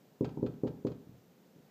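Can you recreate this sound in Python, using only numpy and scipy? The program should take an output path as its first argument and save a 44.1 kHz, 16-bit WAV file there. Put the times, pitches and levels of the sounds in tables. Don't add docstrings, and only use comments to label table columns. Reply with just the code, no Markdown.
import sys
import numpy as np
from scipy import signal
from scipy.fft import rfft, irfft
from scipy.io import wavfile

SR = 44100
rng = np.random.default_rng(int(sys.argv[2]) if len(sys.argv) > 2 else 0)


def dump(signal):
    limited = np.clip(np.atleast_2d(signal).T, -1, 1)
    pcm = np.round(limited * 32767).astype(np.int16)
    wavfile.write(sys.argv[1], SR, pcm)


N = 74970
TIME, FREQS = np.arange(N) / SR, np.arange(N // 2 + 1) * SR / N

# (frequency [Hz], relative level [dB])
ROOM_TONE_SPECTRUM = [(25, -45), (60, -27.5), (100, -15.5), (130, -5), (170, -1), (240, -1.5), (320, -7.5),
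                      (400, -6.5), (520, -8), (650, -13.5), (780, -14), (1100, -21.5), (2000, -24)]
# (frequency [Hz], relative level [dB])
HISS_SPECTRUM = [(2000, 1), (3500, -1), (5500, -3.5), (7000, -4), (8500, -9), (9800, -13.5), (11500, -7.5),
                 (13500, -3.5), (15300, -4)]
# (frequency [Hz], relative level [dB])
TAIL_SPECTRUM = [(50, -7.5), (130, 2.5), (250, 0), (450, 0), (700, 1), (1200, -1), (3000, -3.5), (8000, -1)]
# (frequency [Hz], t60 [s])
TAIL_DECAY = [(60, 0.75), (160, 0.56), (420, 0.39), (1100, 0.47), (4000, 0.29), (10000, 0.32)]
# (delay [s], level [dB])
WALL_ECHOES = [(.00687, -6.5), (0.0094, -16), (.01448, -12.5), (.02228, -8), (0.0328, -15.5)]
# (time [s], clack level [dB], metal ring level [dB])
LATCH_RATTLES = [(0.2449, -44, -60), (0.251, -50, -43.5), (0.2907, -55, -58), (0.4275, -67, -78),
                 (0.4633, -50, -50), (0.4686, -52.5, -51.5), (0.5367, -67.5, -63), (0.6670, -58, -66),
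                 (0.6718, -50, -60), (0.6770, -50, -54), (0.8679, -44, -68), (0.8825, -56.5, -61),
                 (0.918, -57.5, -52.5)]
# (frequency [Hz], relative level [dB])
CLACK_SPECTRUM = [(300, -18), (750, 18), (1100, 8.5), (1900, 0), (2800, 2), (4500, -1.5), (5800, -11),
                  (7200, -11), (9000, -27), (15000, -30)]
# (frequency [Hz], level [dB], t60 [s])
LATCH_MODES = [(1316, -3.5, 0.046), (1580, -11.5, 0.09), (2165, -23, 0.14), (2473, -17, 0.09),
               (3180, -11.5, 0.044), (4080, -16, 0.031), (4940, -13, 0.024), (6535, -20.5, 0.045)]
# (frequency [Hz], relative level [dB])
TAP_SPECTRUM = [(300, -3), (650, -3), (920, 0.5), (1100, -12), (1400, -25), (2200, -48), (7000, -34.5),
                (12000, -58.5)]
# (frequency [Hz], level [dB], t60 [s])
DOOR_MODES = [(51.5, -34, 0.36), (76.9, -27.5, 0.38), (126.9, -19, 0.28), (154.05, -20, 0.43),
              (171.56, -20, 0.38), (239.1, -15.5, .32), (282, -21, 0.19), (334.5, -16, .1),
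              (386, -21.5, .24), (393.6, -18, 0.19), (429.5, -11.5, 0.079), (462, -29.5, 0.23),
              (497.3, -13, 0.16), (556, -23.5, 0.15)]
# (time [s], level [dB], contact [ms])
SOFT_BUMPS = [(0.396, -31, 1.8), (0.4250, -34.5, 1.15), (1.0730, -45.5, 1.54), (1.0959, -43.5, 2.23),
              (1.563, -49, 1.44), (1.5830, -51.5, 1.33)]
# (time [s], level [dB], contact [ms], tap level [dB])
KNUCKLE_KNOCKS = [(0.2110, -17, 1.19, -48), (0.375, -27, 1.33, -49), (0.4302, -17.4, 1.153, -45.5),
                  (0.637, -18, 1.166, -43.5), (0.8511, -19, 1.163, -46)]
# (time [s], level [dB], contact [ms])
BLOWS = [knock[:3] for knock in KNUCKLE_KNOCKS] + list(SOFT_BUMPS)

LOW_CUT_HZ, HIGH_CUT_HZ = 28, 15400


def from_db(db):
    return 10 ** (np.asarray(db) / 20)


def at_hz(points, hz):
    table_hz, values = np.transpose(points)
    return np.interp(np.log(np.maximum(hz, 1)), np.log(table_hz), values)


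def rising(rise_s):
    return 1 - np.exp(-(TIME / rise_s) ** 2)


def dying(t60):
    return np.exp(-np.log(1000) * TIME / t60)


def later(x, delay_s):
    return np.interp(TIME - delay_s, TIME, x, left=0)


def noise(spectrum, low_hz=0, high_hz=SR):
    white = rfft(rng.standard_normal(N))
    in_band = (FREQS >= low_hz) & (FREQS < high_hz)
    coloured = irfft(white * from_db(at_hz(spectrum, FREQS)) * in_band, N)
    return coloured / coloured.std()


def burst(spectrum, rise_s, t60):
    return noise(spectrum) * rising(rise_s) * dying(t60)


def ring(modes, scatter_db=0.57):
    out = 0
    for hz, db, t60 in modes:
        gain = from_db(db + scatter_db * rng.standard_normal())
        out += gain * dying(t60) * np.sin(2 * np.pi * hz * TIME)
    return out


def background(room_db=-63.5, hiss_db=-75, split_hz=2000):
    room_tone = from_db(room_db) * noise(ROOM_TONE_SPECTRUM, high_hz=split_hz)
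    hiss = from_db(hiss_db) * noise(HISS_SPECTRUM, low_hz=split_hz, high_hz=HIGH_CUT_HZ)
    return room_tone + hiss


def room_tail(direct, level_db=-9.5):
    spectrum = rfft(noise(TAIL_SPECTRUM))
    tail = 0
    for low_hz in 30 * 2. ** np.arange(10):
        octave = irfft(spectrum * (FREQS >= low_hz) * (FREQS < 2 * low_hz), N)
        tail += octave * dying(at_hz(TAIL_DECAY, low_hz * np.sqrt(2)))
    tail *= rising(rise_s=0.016)
    return from_db(level_db) * signal.fftconvolve(direct, tail / np.linalg.norm(tail))[:N]


def wall_echoes(direct):
    return sum(from_db(db) * later(direct, delay_s) for delay_s, db in WALL_ECHOES)


def latch_rattles(rise_s=0.00066):
    out = 0
    for time_s, clack_db, metal_db in LATCH_RATTLES:
        clack = from_db(clack_db) * burst(CLACK_SPECTRUM, rise_s, t60=0.058)
        metal = from_db(metal_db) * ring(LATCH_MODES) * rising(rise_s)
        out += later(clack + metal, time_s)
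    return out


def knuckle_taps(lead_s=0.003):
    out = 0
    for time_s, _, _, tap_db in KNUCKLE_KNOCKS:
        tap = burst(TAP_SPECTRUM, rise_s=0.0005, t60=0.11)
        out += from_db(tap_db) * later(tap, time_s - lead_s)
    return out


def panel_ring(trim_db=-1, usual_contact_ms=1.21, lead_s=0.00055):
    swell = rising(rise_s=0.0033)
    out = 0
    for time_s, db, contact_ms in BLOWS:
        softness = 20 * np.log10(np.e) * (np.pi / 1000) ** 2 * (contact_ms ** 2 - usual_contact_ms ** 2)
        modes = [(hz, mode_db - softness * hz ** 2, t60) for hz, mode_db, t60 in DOOR_MODES]
        impulse = from_db(db + trim_db) * contact_ms / usual_contact_ms
        out += impulse * later(ring(modes) * swell, time_s - lead_s)
    return out


def panel_thuds():
    out = 0
    for time_s, db, contact_ms in BLOWS:
        from_peak = (TIME - time_s) * 1000 / contact_ms
        bell = np.exp(-from_peak ** 2)
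        out += from_db(db) * (1 - 2 * from_peak ** 2) * bell
    return out


def scene():
    thuds = panel_thuds()
    strikes = thuds + wall_echoes(thuds) + knuckle_taps() + latch_rattles()
    return (strikes + room_tail(strikes) + panel_ring() + background())[None]


def record(dry):
    low_cut = signal.butter(2, LOW_CUT_HZ, "high", fs=SR, output="sos")
    high_cut = signal.ellip(12, rp=0.1, rs=70, Wn=HIGH_CUT_HZ, fs=SR, output="sos")
    return signal.sosfilt(high_cut, signal.sosfilt(low_cut, dry))


dry = scene()
out = record(dry)
dump(out)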